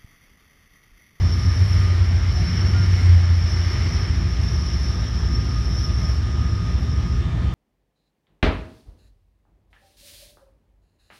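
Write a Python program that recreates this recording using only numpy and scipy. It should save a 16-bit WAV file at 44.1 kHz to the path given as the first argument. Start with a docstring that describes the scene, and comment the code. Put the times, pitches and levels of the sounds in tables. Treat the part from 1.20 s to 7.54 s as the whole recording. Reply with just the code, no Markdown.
"""A rail grinder passing a moving train.

Heard from the cab, the body rumbles, the drive whines and, in a curve, flange friction makes the
wheels ring and squeal. On the next track a grinding train goes by: its stones roar on the rail and
throw sparks, and its engines drone past in turn, each falling in pitch by the Doppler effect."""
import sys
import numpy as np
from scipy import signal
from scipy.fft import rfft, irfft
from scipy.io import wavfile
from scipy.ndimage import uniform_filter1d

SR = 44100
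rng = np.random.default_rng(int(sys.argv[2]) if len(sys.argv) > 2 else 0)


def wrap_up_sound(samples):
    """Save the sound to the file named by the first command line argument, as 16-bit audio."""
    columns = np.atleast_2d(samples).T
    # keep every value between -1 and 1, then stretch to whole-number steps
    tamed = np.clip(columns, -1, 1)
    steps = np.round(tamed * 32767).astype(np.int16)
    wavfile.write(sys.argv[1], SR, steps)


N = 279594
TIME = np.arange(N) / SR


def gain_of(db):
    """Amplitude ratio of a level in decibels."""
    return 10 ** (np.asarray(db) / 20)


def unit_rms(x):
    """Normalisation to an rms of one."""
    return x / np.sqrt(np.mean(x ** 2) + 1e-20)


def curve(rows):
    """Linear interpolation of (time [s], value) rows at every sample."""
    return np.interp(TIME, *np.transpose(rows))


def swells(rows, edge_s):
    """Superposed smooth pulses, from rows of (centre [s], duration [s], height)."""
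    total = np.zeros(N)
    for s, length, height in rows:
        rise = np.tanh((TIME - s + length / 2) / edge_s)
        fall = np.tanh((TIME - s - length / 2) / edge_s)
        total += height / 2 * (rise - fall)
    return total


def drift(rate_hz):
    """Random fluctuation: low-pass noise of unit rms."""
    hz = np.fft.rfftfreq(N, 1 / SR)
    return unit_rms(irfft(rfft(rng.standard_normal(N)) / (1 + (hz / rate_hz) ** 2), N))


def tone(hz):
    """A sinusoid of unit rms whose phase is the integral of its frequency."""
    return np.sqrt(2) * np.sin(2 * np.pi * (np.cumsum(hz * np.ones(N)) / SR + rng.random()))


def noise(spectrum, patchy_db, size=1024):
    """Spectrally shaped noise of unit rms, its level varying in small patches of time and frequency."""
    frames = signal.stft(rng.standard_normal(N), nperseg=size)[2]
    patches = uniform_filter1d(rng.standard_normal(frames.shape), size=12, axis=0)
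    patches = unit_rms(uniform_filter1d(patches, size=6, axis=1))
    white = signal.istft(frames * gain_of(patchy_db * patches), nperseg=size)[1][:N]
    hz = np.fft.rfftfreq(N, 1 / SR) + 1
    points_hz, db = np.transpose(spectrum)
    colour = gain_of(np.interp(np.log(hz), np.log(points_hz), db))
    roll_off = np.minimum(1, points_hz[-1] / hz) ** 2  # above the last point
    return unit_rms(irfft(rfft(white) * colour * roll_off, N))


def ringing(modes):
    """Resonance under friction: each mode wanders in amplitude and phase within its bandwidth."""
    return sum(gain_of(db) * unit_rms(drift(width / 2) * tone(hz) + drift(width / 2) * tone(hz))
               for hz, width, db in modes)


def nearness(abreast_s, half_width_s):
    """Inverse-distance law for a source passing in a straight line, equal to one when abreast."""
    return 1 / np.hypot(1, (TIME - abreast_s) / half_width_s)


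# Machinery hum: (frequency [Hz], level relative to the rumble [dB])
HUM_TONES = [(49.8, -12.5), (58.7, -1), (72.6, -0.5), (99.9, -7.5), (116.4, -7.5), (174.5, -21.5),
             (232.7, -26), (264, -25)]
# Low rolling noise: (frequency [Hz], relative spectral density [dB])
RUMBLE_SPECTRUM = [(15, -29.5), (28, -25), (40, -12), (55, -3.5), (80, -0.5), (105, -2), (135, -9),
                   (168, -5.5), (205, -15), (222, -15.5), (255, -16), (292, -23), (345, -19.5), (450, -30),
                   (700, -49.5)]
# Envelope of rumble and hum: (time [s], level [dB])
RUMBLE_LEVELS = [(0, -26), (1, -28), (1.4, -25), (2.1, -29), (2.7, -25.5), (3.7, -27), (4.2, -24.5),
                 (4.7, -25.5), (6.34, -24.5)]
# High rolling noise: (frequency [Hz], relative spectral density [dB])
ROLLING_SPECTRUM = [(250, -36), (480, 1.5), (560, -3.5), (620, 3), (700, 0), (950, -2.5), (1250, 2),
                    (1480, -4), (1800, -3), (2650, -7), (3200, -6), (4200, -10.5), (6500, -19),
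                    (14000, -41.5)]


def cab(shake_db=0.5, hum_waver=0.24, rolling_db=-42.5):
    """Forced vibration: the body hums with its machinery and rumbles and hisses over the track."""
    hum = sum(gain_of(db) * (1 + hum_waver * drift(8.4)) * tone(hz) for hz, db in HUM_TONES)
    rumble = gain_of(shake_db * drift(9.3)) * noise(RUMBLE_SPECTRUM, patchy_db=-0.6)
    hiss = gain_of(rolling_db) * noise(ROLLING_SPECTRUM, patchy_db=1.54)
    return gain_of(curve(RUMBLE_LEVELS)) * (hum + rumble) + hiss


# Traction converter tones: (frequency [Hz], level [dB])
CONVERTER_TONES = [(1498, -77.5), (1598, -59.5), (1697, -58), (1797, -55), (3595, -59)]


def converter(flutter=0.23, wander_hz=0.66):
    """A line spectrum: the traction converter's tones waver in level about near-constant pitches."""
    return sum(gain_of(db) * (1 + flutter * drift(1.8)) * tone(hz + wander_hz * drift(5.0))
               for hz, db in CONVERTER_TONES)


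# Pitch of the gear whine: (time [s], frequency [Hz])
MESH_PITCH = [(0, 1226), (1.5, 1228), (3.5, 1231), (4.7, 1235), (6.34, 1237)]
# Surges of the whine: (centre [s], duration [s], rise [dB])
GEAR_SURGES = [(.25, 0.21, 8), (.64, .2, 11.5), (1.62, 0.28, 5), (2.56, .16, 5.5), (2.8, 0.074, 9),
               (3.46, 0.11, 6.5), (3.75, 0.1, 9.5), (4.16, 0.17, 6.5), (4.37, 0.1, 11), (4.67, .12, 8),
               (4.87, .12, 8.5), (5.3, .5, 6.5), (5.9, 0.42, 4), (6.28, .1, 5)]


def gears(start_db=-54.5, rise_db_per_s=0.5, wander_hz=1.7, flutter=0.047):
    """Tooth meshing: the gears whine, rising in pitch and level as the train gathers speed."""
    level_db = start_db + rise_db_per_s * TIME + swells(GEAR_SURGES, edge_s=0.034)
    whine = tone(curve(MESH_PITCH) + wander_hz * drift(24.2))
    return gain_of(level_db) * whine * (1 + flutter * drift(25))


# Steady flange rub, letting go as the curve ends: (time [s], level [dB])
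RUB_LEVELS = [(0, -51), (1, -48), (2.1, -46.5), (3, -47), (4.4, -46), (5.1, -50.8), (5.97, -50.8),
              (6.1, -67), (6.34, -69)]
# Harder bites of the flanges: (centre [s], duration [s], rise [dB])
FLANGE_BITES = [(.21, 0.42, 5.5), (.54, 0.26, 4), (1.38, 0.6, 3), (1.76, 0.092, 2.5), (2.54, 0.62, 3.5),
                (3.48, 0.51, 3), (4.17, .16, 0.5), (4.61, 0.12, 6), (4.86, 0.19, 5)]


def rub_db():
    """Sliding friction of flange on rail: the level that drives the ring and the squeal."""
    return curve(RUB_LEVELS) + swells(FLANGE_BITES, edge_s=0.035)


# Broad ring of the wheels: (frequency [Hz], relative spectral density [dB])
RING_SPECTRUM = [(4300, -14.5), (4900, -13), (5150, 1.5), (5400, 6.5), (5700, 1.5), (5950, -7),
                 (6300, -17.5), (7800, -43), (10000, -42)]
# Single wheel modes: (frequency [Hz], bandwidth [Hz], level relative to the broad ring [dB])
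RING_MODES = [(5030, 48, -16), (5200, 58, -16), (5510, 28, -17)]
# Shrill ring an octave higher: (frequency [Hz], relative spectral density [dB])
SHRILL_SPECTRUM = [(8500, -16), (10250, -3), (10800, -0.5), (11250, 2.5), (11700, -5), (12300, -35),
                   (14000, -46)]
# Envelope of the shrill ring: (time [s], level relative to the rub [dB])
SHRILL_LEVELS = [(0, -18.5), (.6, -15.5), (1, -19), (2.5, -20.5), (3.8, -21), (4.6, -20), (5.6, -19.5),
                 (6.34, -26)]


def wheel_ring(ring_over_rub_db=4.5, chatter_db=0.54):
    """Frictional excitation: flanges chatter on the rail and set the wheels ringing in two bands."""
    ring = gain_of(ring_over_rub_db) * (noise(RING_SPECTRUM, patchy_db=1.0) + ringing(RING_MODES))
    shrill = gain_of(curve(SHRILL_LEVELS)) * noise(SHRILL_SPECTRUM, patchy_db=2.0)
    return gain_of(rub_db() + chatter_db * drift(60)) * (ring + shrill)


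# Sharp flares of the squeal: (centre [s], duration [s], level [dB])
SQUEAL_FLARES = [(0.12, .04, -36.5), (1.18, .06, -42), (1.293, .03, -35), (1.381, 0.088, -33.5),
                 (1.487, 0.025, -31), (1.618, 0.056, -38), (2.332, .07, -36), (2.525, .03, -36),
                 (2.643, 0.032, -40), (2.752, .03, -34), (3.25, .03, -46), (3.679, 0.023, -38),
                 (4.156, 0.025, -35), (4.612, 0.11, -37.5), (4.9, 0.024, -36.5)]
LOCK_DB, LOCK_SLOPE = -34.5, 1.22  # level at which the steady squeal equals the rub; dB per dB of rub


def squeal(pitch_hz=5401, wander_hz=9, flutter=0.62, stutter_db=1.6, octave_over_rub_db=-28.5):
    """Stick-slip oscillation: one wheel mode stutters and flares; a faint octave follows the rub."""
    hz = pitch_hz + wander_hz * drift(59.3)
    fundamental = tone(hz) * unit_rms(1 + flutter * drift(32))
    octave = gain_of(octave_over_rub_db + rub_db()) * tone(2 * hz) * unit_rms(1 + flutter * drift(28))
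    steady = gain_of(LOCK_DB + LOCK_SLOPE * (rub_db() - LOCK_DB) + stutter_db * drift(14))
    flares = swells([(s, length, gain_of(db)) for s, length, db in SQUEAL_FLARES], edge_s=0.012)
    return np.hypot(steady, flares) * fundamental + octave


# Brief notes from the grinder: (centre [s], duration [s], frequency [Hz], fall [Hz], level [dB])
PASSING_NOTES = [(1.19, .1, 730, 8, -45.5), (1.59, .17, 1410, 16, -41.5), (1.77, .08, 1395, 10, -46),
                 (1.33, .12, 175, 8, -31)]


def passing_notes(waver=0.38):
    """Doppler glide: short notes swell and sink a little in pitch as their source sweeps past."""
    total = np.zeros(N)
    for s, length, hz, fall_hz, db in PASSING_NOTES:
        offset = np.clip((TIME - s) / length, -1, 1)
        envelope = np.exp(-(2 * offset) ** 4)
        total += gain_of(db) * envelope * tone(hz - fall_hz * offset)
    return total * (1 + waver * drift(27))


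# Spark showers: (time abreast [s], half-width [s], level [dB])
SPARK_SHOWERS = [(.48, .16, -62), (1.83, .18, -57.5)]
# Hiss of the sparks: (frequency [Hz], relative spectral density [dB])
SPARK_SPECTRUM = [(2000, -19), (7000, 5), (11000, -1), (15000, -10)]


def sparks(falloff=2.9):
    """Attenuation with distance: each shower of sparks hisses up and fades steeply as it passes."""
    envelope = sum(gain_of(db) * nearness(s, width) ** falloff for s, width, db in SPARK_SHOWERS)
    return envelope * noise(SPARK_SPECTRUM, patchy_db=1.5)


# Roaring machinery: (time abreast [s], half-width [s], level [dB])
GRINDING_UNITS = [(.6, 0.44, -39.5), (1.4, 0.15, -39.5), (1.82, .2, -39), (2.6, .27, -38.5),
                  (3.65, .35, -49.5), (4.85, .12, -48.5)]
# Roar of stones and blowers: (frequency [Hz], relative spectral density [dB])
ROAR_SPECTRUM = [(150, -3), (400, 0), (600, -10), (950, -4), (1200, -7), (1550, -1), (1850, 1), (2200, 0.5),
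                 (2650, -9), (3000, -4.5), (3600, -12.5), (4600, -8), (8000, -31), (15000, -43)]
# Steel resonances: (frequency [Hz], bandwidth [Hz], level relative to the roar [dB])
STEEL_MODES = [(358.2, 56, -9), (610, 20, -17.5), (1170, 44, -16.5), (1364, 62, -15), (1866, 83, -22.5),
               (2140, 23, -16), (2950, 46, -19.5)]


def grinding_stones(rasp_db=-1.0):
    """Abrasion: stones rasp on the rail and ring the steel; the passing units add in power."""
    power = sum((gain_of(db) * nearness(s, width)) ** 2 for s, width, db in GRINDING_UNITS)
    rasp = gain_of(rasp_db * drift(70))
    roar = noise(ROAR_SPECTRUM, patchy_db=0.8) + ringing(STEEL_MODES)
    return np.sqrt(power) * rasp * roar


# The grinder's engines: (time abreast [s], level [dB])
ENGINE_PASSES = [(-.3, -15.5), (0.731, -18), (1.812, -15.5)]
# Booms and sags of the drone in the cab: (centre [s], duration [s], level change [dB])
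DRONE_BOOMS = [(.2, 0.068, -7.5), (.44, 0.056, 5), (.61, 0.059, 6.5), (.87, 0.17, 4), (1.3, 0.23, -4),
               (1.78, 0.072, -3.5), (1.92, 0.12, 5.5), (2.14, 0.05, 2.5), (2.32, .08, -2)]


def engines(abreast_hz=90.45, swing_hz=4.2, glide_s=0.19, approach_s=0.43, recede_s=0.63, falloff=2.06):
    """Doppler effect: each exhaust note drops in pitch as it passes, fading more slowly than it rose."""
    drone = np.zeros(N)
    for s, db in ENGINE_PASSES:
        hz = abreast_hz - swing_hz * np.tanh((TIME - s) / glide_s)
        half_width_s = np.where(TIME < s, approach_s, recede_s)
        drone += gain_of(db) * nearness(s, half_width_s) ** falloff * tone(hz)
    return gain_of(swells(DRONE_BOOMS, edge_s=0.019)) * drone


def scene():
    """Superposition: the sounds of both trains add in the cab, in one channel."""
    own_train = cab() + converter() + gears() + wheel_ring() + squeal()
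    grinding_train = passing_notes() + sparks() + grinding_stones() + engines()
    return (own_train + grinding_train)[None]


def record(dry, cutoff_hz=15300):
    """Band limiting: a linear-phase low-pass filter removes the highest treble."""
    low_pass = signal.firwin(511, cutoff_hz, window=("kaiser", 9), fs=SR)
    return signal.oaconvolve(dry, low_pass[None], "same")


dry = scene()
out = record(dry)
wrap_up_sound(out)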